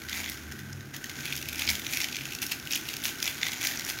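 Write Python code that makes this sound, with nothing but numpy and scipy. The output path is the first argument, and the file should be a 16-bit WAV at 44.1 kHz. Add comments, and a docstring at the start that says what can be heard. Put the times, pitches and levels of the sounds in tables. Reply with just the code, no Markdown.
"""A small kitchen: a plastic noodle packet is squeezed and crinkled beside a pot simmering on a stove.
The burner rushes under the fizzing pot, and a few low hums swell and fade.
Each squeeze buckles the film in a swarm of tiny creases; single folds snap out above them,
ringing the film and the packet's hollow, and the room answers. Mono."""
import sys
import numpy as np
from scipy import signal
from scipy.fft import rfft, irfft, next_fast_len
from scipy.io import wavfile
from scipy.ndimage import map_coordinates

SR = 44100
rng = np.random.default_rng(int(sys.argv[2]) if len(sys.argv) > 2 else 0)


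def persist_wave(psi):
    """Save psi, clipped to +-1, as 16-bit WAV."""
    counts = np.round(np.clip(psi, -1, 1) * 32767).astype(np.int16)
    wavfile.write(sys.argv[1], SR, np.atleast_2d(counts).T)


N = 4 * SR
TIME_S = np.arange(N) / SR


def amp(db):
    """Decibels to gain."""
    return 10 ** (np.asarray(db) / 20)


def unit_rms(x):
    """Scale to rms 1."""
    return x / np.sqrt(np.mean(x ** 2) + 1e-20)


def over_frequency(points, hz):
    """Interpolate (frequency [Hz], value) points on a log axis."""
    knots_hz, values = np.transpose(points)
    return np.interp(np.log(hz + 1), np.log(knots_hz + 1), values)


def over_time(rows):
    """One value per sample for each column after the time."""
    knots_s, *columns = np.transpose(rows)
    return [np.interp(TIME_S, knots_s, column) for column in columns]


def wobble(rate_hz):
    """Smooth random curve, rate_hz knots a second."""
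    knots = rng.standard_normal(int(N * rate_hz / SR) + 4)
    return map_coordinates(knots, [TIME_S * rate_hz])


def colour(x, spectrum):
    """Minimum-phase filter through (frequency [Hz], gain [dB]) points."""
    size = 2 * next_fast_len(len(x))
    gain = amp(over_frequency(spectrum, np.fft.rfftfreq(size, 1 / SR)))
    cepstrum = irfft(np.log(gain), size)
    cepstrum[1:size // 2] *= 2
    cepstrum[size // 2 + 1:] = 0
    return irfft(rfft(x, size) * np.exp(rfft(cepstrum)), size)[:len(x)]


def resonate(x, hz, q):
    """One resonance."""
    return signal.lfilter(*signal.iirpeak(hz, q, SR), x)


def swarm(rate_hz, spread_db, decay_s, count=16000):
    """Envelope of rms 1: tiny bursts of random time and size."""
    starts = (np.cumsum(rng.exponential(size=count)) * SR / rate_hz).astype(int)
    sizes = amp(spread_db * np.minimum(rng.standard_normal(count), 2))
    impulses = np.bincount(starts[starts < N], sizes[starts < N] ** 2, N)
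    power = signal.lfilter([1], [1, -np.exp(-2 / (decay_s * SR))], impulses)
    return unit_rms(np.sqrt(power))


# flame spectrum (frequency [Hz], relative gain [dB])
BURNER_SPECTRUM = [(20, -46), (37, -10), (75, -2), (145, 2.5), (185, -5.5), (240, 2), (330, 0.5), (420, -8),
                   (520, -14.5), (800, -13.5), (1100, -21.5), (2000, -13.5), (6000, -42)]
# pot spectrum (frequency [Hz], relative gain [dB])
POT_SPECTRUM = [(500, -38), (1100, -9.5), (1350, -2), (1540, 9), (1700, -1.5), (2200, -6), (3000, -7.5),
                (4500, -11.5), (6800, -8.5), (7700, -19), (12500, -13), (16000, -17.5)]
# stove levels (time [s], burner [dB], simmer [dB])
STOVE_LEVELS = [(0, -47, -45), (.9, -48.5, -51), (1.08, -46.5, -46), (2, -46, -46.5), (2.6, -47, -47),
                (4, -46.5, -44.5)]


def stove():
    """The burner rushes; tiny bubbles fizz and ring the pot."""
    burner_db, simmer_db = over_time(STOVE_LEVELS)
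    flame = unit_rms(colour(rng.standard_normal(N), BURNER_SPECTRUM))
    bubbles = swarm(rate_hz=1600, spread_db=3.5, decay_s=0.0023) * rng.standard_normal(N)
    pot = unit_rms(colour(bubbles, POT_SPECTRUM))
    return amp(burner_db) * flame + amp(simmer_db) * pot


# low hums (peak time [s], pitch [Hz], peak rms level [dB], 1/e half-width [s])
HUM_SWELLS = [(0.205, 77.1, -48.5, 0.18), (0.473, 76.2, -44.5, 0.07), (0.21, 211, -52, 0.12),
              (0.66, 209.2, -49, 0.2), (0.74, 96, -44, 0.14), (0.735, 137, -47, 0.24),
              (1.267, 139, -48, 0.17), (1.526, 79.3, -49.5, 0.16), (1.708, 73, -42.5, 0.059),
              (1.72, 210.4, -47, 0.076), (2.247, 134, -50.5, 0.075)]


def hums():
    """Low, slightly unsteady tones swell and fade."""
    out = np.zeros(N)
    for peak_s, hz, db, half_width_s in HUM_SWELLS:
        swell = amp(db) * np.exp(-((TIME_S - peak_s) / half_width_s) ** 2)
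        drift_rad = 0.77 * wobble(rate_hz=12.8)
        out += swell * np.sqrt(2) * np.sin(2 * np.pi * hz * TIME_S + drift_rad)
    return out


# room decay (frequency [Hz], T60 [s])
KITCHEN_T60 = [(200, 0.84), (2000, 0.22), (6500, 0.23), (15000, 0.34)]


def kitchen(x, positions=14, wall_delay_s=0.0088):
    """Room reverberation, crossfaded from tail to tail as the packet moves."""
    out = np.zeros(N)
    position = np.linspace(0, positions - 1, N)
    for k in range(positions):
        hz, t, noise = signal.stft(rng.standard_normal(SR // 2), SR, nperseg=256)
        decay = amp(-60 * t / over_frequency(KITCHEN_T60, hz)[:, None])
        _, tail = signal.istft(noise * decay, SR, nperseg=256)
        tail *= 1 - np.exp(-(np.arange(len(tail)) / SR / wall_delay_s) ** 2)
        crossfade = np.maximum(1 - abs(position - k), 0)
        out += signal.fftconvolve(x * crossfade, tail / np.linalg.norm(tail))[:N]
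    return out


# film spectrum (frequency [Hz], relative gain [dB])
FILM_SPECTRUM = [(300, -23.5), (800, -6), (1100, -11.5), (1700, -3.5), (2200, 1), (2850, -3), (3300, -3),
                 (4100, -4), (5300, -5), (6900, -1), (7700, -18.5), (9000, -25)]
# film's top treble (frequency [Hz], relative gain [dB])
CRACK_SPECTRUM = [(1000, -39), (5000, -22), (7500, -3), (9000, -1), (12000, 4), (14000, 2.5), (16000, 0)]
# steady handling between squeezes (time [s], relative level [dB])
HANDLING_LEVELS = [(0, -54.5), (.3, -47), (.45, -56), (.9, -68), (1.02, -56), (1.2, -46.5), (1.55, -45.5),
                   (1.85, -42), (2.16, -47.5), (2.33, -42), (2.4, -59.5), (2.63, -50), (2.71, -46),
                   (2.95, -46.5), (3.17, -47.5), (3.5, -43), (3.82, -42), (4, -45)]
# squeezes (peak time [s], relative level [dB], rise [s], fall [s], treble boost [dB], hollow pitch [Hz])
PACKET_SQUEEZES = [(.135, -41.5, 0.033, 0.15, 0, 2050), (.2, -36.5, 0.064, 0.054, 3, 2200),
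                   (0.948, -36.5, 0.011, 0.012, 0.5, 1780), (1.31, -41.5, 0.17, .025, -1, 2530),
                   (1.615, -34, 0.041, 0.071, 1.5, 2450), (1.705, -29.5, 0.022, 0.026, 6, 2230),
                   (1.95, -37, 0.065, 0.088, 6, 2400), (2.032, -36, 0.042, 0.028, -2, 2390),
                   (2.428, -30, 0.009, 0.014, 5, 2610), (2.52, -36, 0.03, 0.035, -1, 2600),
                   (2.748, -38, 0.047, 0.014, 4, 2610), (2.9, -40.5, 0.039, 0.08, 2, 2700),
                   (3.056, -29, 0.012, 0.028, 5.5, 2860), (3.259, -33, 0.035, 0.061, 4.5, 2490),
                   (3.46, -37.5, 0.029, 0.12, -1, 2140), (3.653, -31, 0.029, 0.019, 3.5, 2260),
                   (3.69, -37, 0.06, 0.064, 1, 1760), (3.899, -34.5, 0.033, 0.027, 7, 2520)]
HOLLOW_Q = 6.7


def crinkle(shared=0.39, hollow_db=-7, film_db=-1.5, top_db=-9):
    """Swarms of creases swell with each squeeze and ring the packet's hollow, over steady handling."""
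    common, *own = [swarm(rate_hz=1400, spread_db=8, decay_s=0.00079) for _ in range(4)]
    crease_power = shared * common ** 2 + (1 - shared) * np.square(own)  # partly common to all bands
    low, middle, high = np.sqrt(crease_power) * rng.standard_normal((3, N))
    hollow_drive = colour(low, FILM_SPECTRUM)
    hollow = np.zeros(N)
    film_power = top_power = amp(over_time(HANDLING_LEVELS)[0]) ** 2
    for peak_s, db, rise_s, fall_s, treble_db, hollow_hz in PACKET_SQUEEZES:
        t = TIME_S - peak_s
        push = amp(db) * np.exp(-np.where(t < 0, (t / rise_s) ** 2, t / fall_s))
        film_power = film_power + push ** 2
        top_power = top_power + (push * amp(treble_db)) ** 2
        hollow += push * unit_rms(resonate(hollow_drive, hollow_hz, HOLLOW_Q))
    film = np.sqrt(film_power) * unit_rms(colour(middle, FILM_SPECTRUM))
    top = np.sqrt(top_power) * unit_rms(colour(high, CRACK_SPECTRUM))
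    return amp(hollow_db) * hollow + amp(film_db) * film + amp(top_db) * top


# film's two resonances (frequency [Hz], Q)
FILM_MODES = [(3350, 5.5), (5650, 3.9)]
LEAD_IN_S, LEAD_IN_DB = 0.007, -17  # crackle before a fold flips


def fold(time_s, low_db, high_db, crack_db, ring_s, crack_s, spread_oct=0.071):
    """A fold flips: a burst rings the hollow, as shaped just then, and the film, with a crack on top."""
    t = np.arange(SR // 28) / SR - LEAD_IN_S
    attack = (t >= 0) & (t < 0.004)
    band = np.vstack([signal.butter(2, 1720, 'high', fs=SR, output='sos'),
                      signal.butter(9, 7240, 'low', fs=SR, output='sos')])

    def burst(decay_s):
        envelope = np.where(t < 0, amp(LEAD_IN_DB) * (1 + t / LEAD_IN_S), np.exp(-t / decay_s))
        return envelope * np.sign(rng.standard_normal(len(t)))

    crack = colour(burst(crack_s), CRACK_SPECTRUM)
    out = amp(crack_db) * crack / crack[attack].std()
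    squeeze_s, *_, hollow_hz = np.transpose(PACKET_SQUEEZES)
    modes = [(np.interp(time_s, squeeze_s, hollow_hz), HOLLOW_Q), *FILM_MODES]
    for db, (hz, q) in zip([low_db, low_db - 2, high_db], modes):
        pitch_hz = hz * 2 ** (spread_oct * rng.standard_normal())
        ring = signal.sosfilt(band, resonate(burst(ring_s), pitch_hz, q))
        out += amp(db) * ring / ring[attack].std()
    return out


def ticks(rate_hz=55, spread_db=5.5, tilt_db=2.5, count=300):
    """Small folds tick at random, each with its own colour; their level follows the handling."""
    out = np.zeros(N + SR)
    times_s = np.cumsum(rng.gamma(2, 0.5, count)) / rate_hz
    variations = np.clip(rng.standard_normal((count, 2)), -1.4, 1.4)
    for time_s, (size, tilt) in zip(times_s, variations):
        db = spread_db * size - 0.5
        tick = fold(time_s, low_db=db - tilt_db * tilt, high_db=db + tilt_db * tilt,
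                    crack_db=db - 1.5, ring_s=0.0012, crack_s=0.0012)
        out[min(round(time_s * SR), N):][:len(tick)] += tick
    return out[:N] * amp(over_time(HANDLING_LEVELS)[0])


# big folds, relative levels (time [s], low ring [dB], high ring [dB], crack [dB])
FOLD_SNAPS = [(0.086, -33, -44, -45), (0.0952, -39, -33, -35), (0.129, -27.5, -44, -48),
              (0.2423, -33, -42, -42), (0.2604, -33, -49, -43), (0.2814, -34.5, -45, -51),
              (0.2972, -39, -33, -31.5), (0.521, -40.5, -38, -44), (0.5907, -41.5, -43, -45),
              (0.7292, -51, -38, -50), (0.807, -43, -45.5, -60), (0.9457, -41, -49, -54),
              (0.9646, -39.5, -36, -38), (1.042, -32.5, -32, -39), (1.096, -36, -41, -48),
              (1.2551, -29.5, -43, -35.5), (1.2623, -36.5, -45, -41), (1.277, -34.5, -55, -55),
              (1.3249, -25.5, -45, -36.5), (1.364, -40, -37, -32.5), (1.3748, -40, -35.5, -38),
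              (1.4147, -41, -43, -39), (1.4869, -31.5, -32.5, -32), (1.529, -33.5, -38, -35.5),
              (1.594, -31, -34, -29.5), (1.6198, -25, -36, -38), (1.6759, -24.5, -29, -49),
              (1.689, -25, -23.5, -39), (1.693, -23.5, -27, -34), (1.7017, -41, -21, -32),
              (1.7953, -35.5, -46, -34), (1.866, -30, -32, -42), (1.935, -25.5, -28, -32),
              (1.9716, -27.5, -27, -34), (2.003, -27, -41, -32), (2.015, -31, -24.5, -41),
              (2.0346, -33, -34, -43), (2.0431, -23.5, -27, -34), (2.127, -31, -37, -42),
              (2.146, -31.5, -38, -52), (2.157, -35, -33, -43), (2.1667, -29, -40, -36),
              (2.1868, -32.5, -52, -50), (2.2093, -33.5, -49, -44), (2.2546, -33.5, -35, -38),
              (2.3207, -34.5, -45, -45), (2.35, -37, -30.5, -35), (2.387, -37.5, -39, -42),
              (2.4187, -36, -28.5, -32), (2.4284, -32, -31, -34), (2.4654, -51, -29, -33),
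              (2.517, -29, -43, -29.5), (2.5202, -29, -28.5, -31.5), (2.6723, -33.5, -39, -40),
              (2.7083, -32, -30, -40), (2.7162, -32, -39, -29.5), (2.7233, -38, -24.5, -42),
              (2.734, -27, -26, -37), (2.7476, -53, -25, -42), (2.7554, -27, -35, -28.5),
              (2.7595, -28, -28.5, -31), (2.888, -29, -36, -35), (2.939, -37, -36, -38),
              (2.967, -35.5, -34, -34), (3.028, -43, -48, -41), (3.038, -30, -34, -33.5),
              (3.054, -31.5, -30.5, -34), (3.091, -36, -38, -47), (3.227, -30, -21.5, -31),
              (3.243, -38, -37, -42), (3.256, -35, -27, -42), (3.277, -23.5, -30, -31),
              (3.4151, -34, -33, -46), (3.4307, -20, -31, -41), (3.467, -27, -29.5, -39),
              (3.519, -40, -35, -38), (3.529, -32.5, -45, -45), (3.574, -47, -39, -44),
              (3.6114, -32.5, -33, -38), (3.6605, -48, -31, -41), (3.6705, -31, -21.5, -25.5),
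              (3.773, -42, -28.5, -46), (3.8488, -51, -30.5, -35), (3.8996, -43, -29.5, -36)]


def snaps(ring_gain_db=-3, crack_gain_db=-1):
    """Big folds snap through, one by one."""
    out = np.zeros(N + SR)
    for time_s, low_db, high_db, crack_db in FOLD_SNAPS:
        snap = fold(time_s, low_db + ring_gain_db, high_db + ring_gain_db, crack_db + crack_gain_db,
                    ring_s=0.0019, crack_s=0.0026)
        out[round((time_s - LEAD_IN_S) * SR):][:len(snap)] += snap
    return out[:N]


def scene(room_db=-5.5):
    """Packet, room, stove and hums, the same in both channels."""
    packet = snaps() + crinkle() + ticks()
    mono = packet + amp(room_db) * kitchen(packet) + stove() + hums()
    return np.array([mono, mono])


def record(dry):
    """Steep low-pass at the band limit."""
    cutoff_hz, edge_hz = 15850, 200
    size = next_fast_len(N + SR // 2)
    passband = np.clip((cutoff_hz - np.fft.rfftfreq(size, 1 / SR)) / edge_hz + 0.5, 0, 1)
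    return irfft(rfft(dry, size) * passband, size)[:, :N]


dry = scene()
out = record(dry)
persist_wave(out)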